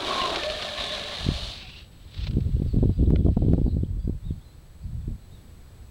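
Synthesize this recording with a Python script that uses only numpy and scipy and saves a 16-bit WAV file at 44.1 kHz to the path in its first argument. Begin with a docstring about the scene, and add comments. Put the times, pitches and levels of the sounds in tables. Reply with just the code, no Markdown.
"""A longboard slides sideways down an asphalt park road. Its wheels stick and slip over the grit, so
they rasp, judder and squeal; stones crunch, a glove puck drags, a last short scrub stops the board
with a snap, and the deck clacks. As the board slows, gusts start to buffet the camera's microphone:
big eddies rumble, small ones slap the port. Small birds chirp in the trees over soft park air,
and the camera's electronics whine faintly."""
import sys
import numpy as np
from scipy import signal
from scipy.fft import rfft, irfft, next_fast_len
from scipy.io import wavfile
from scipy.ndimage import uniform_filter1d, map_coordinates

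SR = 44100
rng = np.random.default_rng(int(sys.argv[2]) if len(sys.argv) > 2 else 0)


def bounce(signal):
    """Save signal as a 16-bit WAV file at the path given by the first command-line argument."""
    frames = np.transpose(np.atleast_2d(signal))
    limited = np.clip(frames, -1, 1)
    pcm = np.round(limited * 32767).astype(np.int16)
    wavfile.write(sys.argv[1], SR, pcm)


N = 260190
TIME_S = np.arange(N) / SR


def amp(db):
    """Decibels to gain."""
    return 10 ** (np.asarray(db) / 20)


def unit(x):
    """Scale to rms 1."""
    return x / np.sqrt(np.mean(x ** 2) + 1e-20)


def envelope(start_s, hold_s, attack_s, release_s):
    """Level in dB: 0 during the hold; attack and release are the times for 60 dB."""
    early_s = np.maximum(start_s - TIME_S, 0)
    late_s = np.maximum(TIME_S - start_s - hold_s, 0)
    return -60 * (early_s / attack_s + late_s / release_s)


def wobble(knots_per_s):
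    """Smooth random curve."""
    steps = np.arange(0, N + 10, 10)
    curve = map_coordinates(rng.standard_normal(8192), [steps * knots_per_s / SR], mode="wrap")
    return np.interp(np.arange(N), steps, curve)


def colour(x, points):
    """Minimum-phase filter with the gain of the (Hz, dB) points."""
    size = 2 * next_fast_len(len(x) // 2 + SR // 10)
    hz, db = np.transpose(points)
    gain_db = np.interp(np.log(np.fft.rfftfreq(size, 1 / SR) + 1), np.log(hz), db)
    cepstrum = irfft(np.log(amp(gain_db)))
    cepstrum[1:size // 2] *= 2
    cepstrum[size // 2 + 1:] = 0
    return irfft(rfft(x, size) * np.exp(rfft(cepstrum)))[:len(x)]


def resonate(x, modes):
    """Ring x through (Hz, width Hz, dB) resonances with steep skirts."""
    size = 2 * next_fast_len(N // 2 + SR // 10)
    f = np.fft.rfftfreq(size, 1 / SR)
    response = sum(amp(db) * (2j * f * width / (hz * hz - f * f + 2j * f * width)) ** 2
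                   for hz, width, db in modes)
    return irfft(rfft(x, size) * response)[:N]


def add(track, start_s, sound):
    """Mix a sound into the track."""
    start = max(round(start_s * SR), 0)
    track[start:start + len(sound)] += sound[:N - start]


# Each row: frequency in Hz, gain in dB.
AIR_SPECTRUM = [(60, 4.5), (170, -0.5), (300, -8), (900, -18), (2000, -23), (3200, -25.5), (4200, -22),
                (5400, -30.5), (9000, -30.5), (15600, -33.5), (17000, -39)]
def park_air(level_db=-50.5):
    """Soft, low noise that sways slightly."""
    return amp(level_db + 0.4 * wobble(2)) * unit(colour(rng.standard_normal(N), AIR_SPECTRUM))


# Each row: frequency in Hz, rms level in dB.
WHINE_TONES = [(7897, -72), (15735, -79.5)]
def camera_whine():
    """The electronics give thin tones with jittering phase."""
    return sum(amp(db) * np.sqrt(2) * np.sin(2 * np.pi * hz * TIME_S + .6 * wobble(50))
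               for hz, db in WHINE_TONES)


# Each note shape: length in seconds, glide in octaves, arch in octaves, hoarseness 0-1.
WHISTLE, BUZZ = (0.06, 0, 0.008, 0.08), (0.08, -0.14, 0, 0.88)
RISE, FALL = (0.011, 0.38, 0.017, 0.24), (0.03, -0.16, 0.02, 0.12)
ARCH, SLUR = (0.088, -0.12, 0.23, 0.25), (0.038, 0.293, 0.035, 0.26)
# Each row: start in seconds, mid-note pitch in Hz, level in dB, note shape.
BIRD_NOTES = [(2.66, 4470, -58.5, BUZZ), (2.925, 4760, -63, WHISTLE), (3.002, 3380, -60, FALL),
              (3.057, 3640, -50.5, RISE), (3.183, 3380, -57, FALL), (3.263, 3220, -58, FALL),
              (3.659, 4020, -57.5, BUZZ), (3.842, 3300, -53.5, RISE), (4.01, 4770, -66, WHISTLE),
              (4.23, 3785, -57, ARCH), (4.405, 3580, -62, SLUR), (4.438, 4070, -62, WHISTLE),
              (5.21, 4026, -66, WHISTLE), (5.305, 3790, -60.5, ARCH)]
def birds(far_per_s=5, far_hz=3970, far_db=-65, waver=0.066, echo_db=-5, t60_s=0.59):
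    """Gliding whistles, scattered by the trees; farther birds twitter at random."""
    track, drift = np.zeros(N), wobble(500)
    shapes = [WHISTLE, FALL, SLUR]
    draws = rng.random((int(far_per_s * N / SR), 2))
    far = [(when * (N / SR - .5), far_hz * 2 ** ((height - .5) / 2), far_db, shapes[i % len(shapes)])
           for i, (when, height) in enumerate(draws)]
    for start_s, middle_hz, db, (length_s, glide, arch, hoarse) in BIRD_NOTES + far:
        u = np.linspace(-1, 1, int(length_s * SR))
        pitch_hz = middle_hz * 2 ** (glide * u / 2 - arch * u ** 2)
        pitch_hz *= 1 + waver * hoarse * drift[int(start_s * SR):][:len(u)]
        swell = np.sqrt(np.abs(np.cos(np.pi * u / 2)))
        add(track, start_s, amp(db) * swell * np.sin(2 * np.pi * np.cumsum(pitch_hz) / SR))
    t = np.arange(SR // 2) / SR
    tail = rng.standard_normal(len(t)) * amp(-60 * t / t60_s)
    return track + amp(echo_db) * signal.fftconvolve(track, tail / np.linalg.norm(tail))[:N]


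BREEZE_DB = -46
# Each row: start in seconds, hold in seconds, pressure level in dB.
GUSTS = [(1.218, 0.14, -29), (1.398, 0.091, -34.5), (2.195, 0.11, -26), (2.296, 0.2, -22),
         (2.54, 0.038, -21.5), (2.641, 0.058, -22), (2.736, 0.18, -20), (2.983, 0.34, -18),
         (3.378, 0.22, -18), (3.628, 0.12, -20.5), (3.765, 0.095, -21.5), (3.891, 0.096, -23),
         (4.044, 0.11, -24.5), (4.251, 0.12, -27.5), (4.848, 0.31, -29.5), (5.083, 0.041, -23.5)]
def airflow(attack_s=0.14, release_s=0.14, strong_gust_db=-17.5, strong_eddy_db=-22, eddy_growth=3.38):
    """Levels in dB of gusts over a light breeze, and of their small eddies, which grow much faster."""
    gusts_db = [db + envelope(start_s, hold_s, attack_s, release_s) for start_s, hold_s, db in GUSTS]
    pressure_db = np.maximum(np.max(gusts_db, axis=0), BREEZE_DB - 0.5 * wobble(18))
    return pressure_db, strong_eddy_db + eddy_growth * (pressure_db - strong_gust_db)


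# Each row: frequency in Hz, gain in dB.
RUMBLE_SPECTRUM = [(10, -41.5), (25, -3.5), (45, 4), (70, 2.5), (130, -5.5), (200, -16.5), (400, -50),
                   (4000, -110)]
EDDY_SPECTRUM = [(40, -54), (130, 7.5), (210, 2), (320, -4.5), (480, -14), (700, -30), (1100, -52.5),
                 (8000, -103)]
def wind(pressure_db, eddy_db):
    """Big eddies rumble, small ones break on the microphone port; both flutter together."""
    flutter = wobble(45)
    rumble = unit(amp(2 * flutter) * colour(rng.standard_normal(N), RUMBLE_SPECTRUM))
    lumps = rng.standard_normal(N) * amp(2.2 * flutter + 6.5 * wobble(260))
    return amp(pressure_db - 1.2) * rumble + amp(eddy_db) * unit(colour(lumps, EDDY_SPECTRUM))


def vortex_swing(width_s):
    """Pressure swing of one vortex passing the port; smaller vortices sound higher."""
    u = np.arange(-(SR // 40), SR // 40) / SR / width_s
    shape = u / (1 + u * u) ** 2 * signal.windows.hann(len(u))
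    return shape / shape.max()


# Each row: time in seconds, thud level in dB, wake level in dB.
SLAPS = [(1.267, -17.5, -48), (1.29, -11, -45), (1.318, -21.5, -50), (2.37, -12.5, -30),
         (2.384, -14.5, -33), (2.6, -19, -34), (2.621, -13, -28.5), (2.762, -32, -30), (2.786, -14.5, -33),
         (2.829, -9, -20.5), (2.837, -14, -20.5), (2.857, -10.5, -29), (2.895, -13, -22),
         (3.037, -13.5, -33), (3.106, -9, -17.5), (3.137, -6, -30.5), (3.265, -12, -16),
         (3.286, -6.5, -15.5), (3.37, -8.5, -11), (3.422, -13, -19), (3.452, -14, -37), (3.485, -14.5, -22),
         (3.535, -5, -16.5), (3.581, -14, -15.5), (3.617, -9.5, -29), (3.665, -12, -24), (3.681, -13, -26),
         (3.835, -12, -33.5), (4.078, -14.5, -36), (4.097, -13, -29.5), (4.309, -17.5, -70),
         (5.081, -20, -51)]
# Each row: frequency in Hz, gain in dB.
WAKE_SPECTRUM = [(30, -28), (120, -5.5), (250, 7), (420, 1), (700, -6), (1000, -19.5), (1400, -34),
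                 (2000, -45), (8000, -58)]
def slaps(eddy_db, weak_per_s=30, width_s=0.0009, sharpen=0.31, top_hz=560, t60_s=0.033, rise_s=0.0021):
    """Each vortex gives a dull thud, quicker when strong, and a turbulent wake; weak ones are random."""
    thuds, wakes, t = np.zeros(N), np.zeros(N), np.arange(SR // 10) / SR
    weak_db = eddy_db + 7.5 + 5 * rng.standard_normal(N)
    passing = np.flatnonzero((rng.random(N) < weak_per_s / SR) & (weak_db > BREEZE_DB))
    weak = [(i / SR, weak_db[i], weak_db[i] - 19) for i in passing]
    for at_s, thud_db, wake_db in list(SLAPS) + weak:
        thud = vortex_swing(width_s * amp(-sharpen * thud_db))
        add(thuds, at_s - len(thud) / 2 / SR, amp(thud_db) * thud)
        add(wakes, at_s - rise_s, amp(wake_db - 60 * t / t60_s) * np.minimum(t / rise_s, 1))
    thuds = signal.sosfiltfilt(signal.butter(2, top_hz, fs=SR, output="sos"), thuds)
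    turbulence = rng.standard_normal(N)
    return thuds + colour(wakes * turbulence, WAKE_SPECTRUM) / colour(turbulence, WAKE_SPECTRUM).std()


# Each row: start in seconds, peak in dB.
POPS = [(3.105, -25.5), (3.535, -24.5)]
# Each row: frequency in Hz, gain in dB.
POP_SPECTRUM = [(100, -10), (600, 2), (2000, -12.5), (4000, -26), (16000, -33.5)]
def pops():
    """Two hard slaps on the port also pop sharply."""
    track = np.zeros(N)
    pop = colour(-signal.unit_impulse(SR // 10), POP_SPECTRUM)
    for start_s, db in POPS:
        add(track, start_s, amp(db) * pop / np.abs(pop).max())
    return track


# Each row: frequency in Hz, width in Hz, gain in dB.
DECK_MODES = [(550, 130, 18), (1460, 170, 4.5), (1900, 700, 6.5), (2950, 550, 2), (4400, 200, -17)]
# Each row: time in seconds, peak in dB.
CLACKS = [(2.271, -36.5), (3.16, -24.5)]
def deck_clacks(hold_s=0.0013, attack_s=0.019, release_s=0.013, top_hz=5000):
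    """Knocks ring the deck as the wheels grip again and as the rider steps."""
    track = np.zeros(N)
    lowpass = signal.butter(4, top_hz, fs=SR, output="sos")
    for at_s, db in CLACKS:
        knock = rng.standard_normal(N) * amp(envelope(at_s, hold_s, attack_s, release_s))
        clack = signal.sosfilt(lowpass, resonate(knock, DECK_MODES))
        track += amp(db) * clack / np.abs(clack).max()
    return track


# Each row: start in seconds, hold in seconds, level in dB, sag in dB per second, release in seconds.
SCRUBS = [(1.54, 0.26, -43.5, 21.5, 0.28), (2.206, 0.073, -43.5, 12, 0.049)]
# Each row: frequency in Hz, gain in dB.
SCRAPE_SPECTRUM = [(100, 8.5), (700, -3), (2000, 0.5), (2500, 5), (3000, 8), (3900, 10.5), (4600, 4.5),
                   (5500, -5), (8000, -22.5), (16000, -89)]
def scrub(roll_db=-61.5, attack_s=0.44):
    """At low speed puck and wheels scrape more dully, then fade into quiet rolling."""
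    level_db = roll_db + envelope(start_s=2.03, hold_s=1.6, attack_s=1.3, release_s=0.75)
    for start_s, hold_s, db, sag_db_per_s, release_s in SCRUBS:
        sag_db = sag_db_per_s * np.clip(TIME_S - start_s, 0, hold_s)
        level_db = np.maximum(level_db, db - sag_db + envelope(start_s, hold_s, attack_s, release_s))
    return amp(level_db + 2.1 * wobble(110)) * unit(colour(rng.standard_normal(N), SCRAPE_SPECTRUM))


# Each row: start in seconds, level in dB.
STONE_HITS = [(0.217, -12.5), (0.359, -13.5), (0.434, -15), (0.4992, -16.5), (0.623, -18), (2.144, -34),
              (2.269, -25), (2.309, -36.5), (2.334, -44), (2.406, -37.5)]
def stones(t60_s=0.033, trim_db=-3, deck_db=-11):
    """Each struck stone crunches in the colour of the scrape and lightly rings the deck."""
    track, t = np.zeros(N), np.arange(SR // 20) / SR
    for start_s, db in STONE_HITS:
        crunch = colour(rng.standard_normal(len(t)) * amp(-60 * t / t60_s), SCRAPE_SPECTRUM)
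        add(track, start_s, amp(db + trim_db) * crunch / np.abs(crunch).max())
    return track + amp(deck_db) * resonate(track, DECK_MODES)


# Each row: start and hold in seconds, first and last pitch in Hz, level in dB, line width in Hz.
SQUEALS = [(0.102, 0.138, 1101, 1055, -29.5, 42), (0.221, 0.125, 1055, 1042, -35, 40),
           (0.44, 0.076, 612, 606, -30.5, 21), (0.53, 0.87, 606, 580, -40.5, 19),
           (0.4, 0.9, 1775, 1730, -45.5, 34), (0.6, 0.72, 1080, 1045, -49.5, 20),
           (0.17, 0.054, 4000, 2800, -37.5, 120), (0.79, 0.134, 3870, 3500, -37.5, 150),
           (1.6, 0.2, 2400, 2820, -51, 150), (1.64, 0.0066, 750, 740, -52.5, 18)]
def squeals(attack_s=0.082, release_s=0.2, sag_db_per_s=8, rough_hz=26.4):
    """Stick-slip locks a wheel onto a mode: the tone swells, sags and rings out, roughened by the road."""
    track, shake = np.zeros(N), wobble(40)
    for start_s, hold_s, first_hz, last_hz, db, width_hz in SQUEALS:
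        pitch_hz = np.interp(TIME_S, [start_s, start_s + hold_s], [first_hz, last_hz])
        pitch_hz += width_hz * shake / 2
        carrier = np.exp(2j * np.pi * np.cumsum(pitch_hz) / SR)
        # Lines wider than rough_hz are more noise than tone.
        grain = rough_hz + width_hz * (wobble(np.pi * width_hz) + 1j * wobble(np.pi * width_hz))
        sag_db = sag_db_per_s * np.clip(TIME_S - start_s, 0, hold_s)
        level_db = db - sag_db + envelope(start_s, hold_s, attack_s, release_s)
        track += amp(level_db) * unit(np.real(grain * carrier))
    return track


def grit(hits_per_s, spread_db):
    """Tiny impacts of uneven size on the road's grains."""
    hits = (rng.random(N) < hits_per_s / SR) * rng.choice([-1, 1], N)
    return unit(hits * amp(spread_db * rng.standard_normal(N)))


def shifting_grip(x, modes, rise=0, shifts_per_s=45, surge_db=1.6, drift=0.008):
    """Each mode drifts and surges as the grip shifts; rise and drift are shares of its pitch."""
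    n, total = np.arange(N), np.zeros(N)
    for mode in modes:
        offset = np.cumsum(drift * wobble(shifts_per_s) + rise)
        ringing = np.interp(n + offset, n, resonate(x, [mode]))
        total += amp(surge_db * wobble(shifts_per_s)) * ringing
    return unit(total)


# Each row: time in seconds, level in dB.
SLIDE_STRENGTH = [(0, -37.5), (0.07, -32), (0.2, -33), (0.57, -36.5), (0.63, -35.5), (0.74, -37),
                  (0.79, -34.5), (0.92, -35), (0.97, -36), (1.49, -37), (1.62, -51)]
# Each row: frequency in Hz, gain in dB.
RASP_SPECTRUM = [(80, -15.5), (900, -10), (2000, -17), (2900, -2.5), (3680, -0.5), (4200, -2), (5200, -13),
                 (7000, -19.5), (10200, -26.5), (12500, -36), (17000, -66.5)]
# Each row: frequency in Hz, width in Hz, gain in dB.
WHEEL_MODES = [(210, 62, -6), (411, 60, -5.5), (583.4, 50, 0.5), (700, 78, 0), (1135, 108, -5),
               (1664, 340, -8), (2300, 360, -7.5)]
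SCREECH_MODES = [(3460, 410, -1.2), (3830, 200, 0.51)]
JUDDER_MODES = [(371, 72, 6), (669, 130, 4.5), (920, 310, -0.5)]
def wheels(slow_at_s=1.06, screech_rise_per_s=0.3):
    """Urethane sticks and slips on grit, juddering loose; once slow, ringing fades and screech climbs."""
    times_s, levels_db = np.transpose(SLIDE_STRENGTH)
    edges_s = np.r_[times_s[0] - .05, times_s, times_s[-1] + .05]
    slide_db = np.interp(TIME_S, edges_s, np.pad(levels_db, 1, constant_values=-120))
    ring_db = slide_db - 2.5 + envelope(start_s=0, hold_s=slow_at_s, attack_s=1, release_s=2.9)
    judder_db = -32.5 + envelope(start_s=0.096, hold_s=0.28, attack_s=9.5, release_s=0.35)
    rise = screech_rise_per_s * np.clip(TIME_S - slow_at_s, 0, 1)
    slips = unit(amp(1.28 * wobble(260) + 0.43 * wobble(80)))
    rasp = amp(slide_db - 0.5) * unit(colour(slips * grit(15000, spread_db=5.0), RASP_SPECTRUM))
    screech = amp(slide_db - 6) * shifting_grip(slips * rng.standard_normal(N), SCREECH_MODES, rise)
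    ring = amp(ring_db) * shifting_grip(slips * grit(5000, spread_db=-0.5), WHEEL_MODES)
    judder = amp(judder_db) * unit(resonate(slips * grit(2200, spread_db=3.5), JUDDER_MODES))
    return rasp + screech + ring + judder


def scene():
    """Board, park and wind at one microphone."""
    board = wheels() + squeals() + scrub() + stones() + deck_clacks()
    park = birds() + park_air() + camera_whine()
    pressure_db, eddy_db = airflow()
    return (board + park + wind(pressure_db, eddy_db) + slaps(eddy_db) + pops())[None]


def record(dry):
    """The camera turns down a little after the loudest gusts, recovers slowly, and has a band limit."""
    threshold_db, slope, recovery_db_per_s, top_hz = -19, .48, 1.6, 17100
    power = np.abs(uniform_filter1d(dry[0] ** 2, size=SR // 50))
    excess_db = np.maximum(10 * np.log10(power + 1e-12) - threshold_db, 0)
    recovery_db = recovery_db_per_s * TIME_S
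    cut_db = np.maximum.accumulate(slope * excess_db + recovery_db) - recovery_db
    passband = np.fft.rfftfreq(N, 1 / SR) < top_hz
    return irfft(rfft(dry * amp(-cut_db)) * passband, N)


dry = scene()
out = record(dry)
bounce(out)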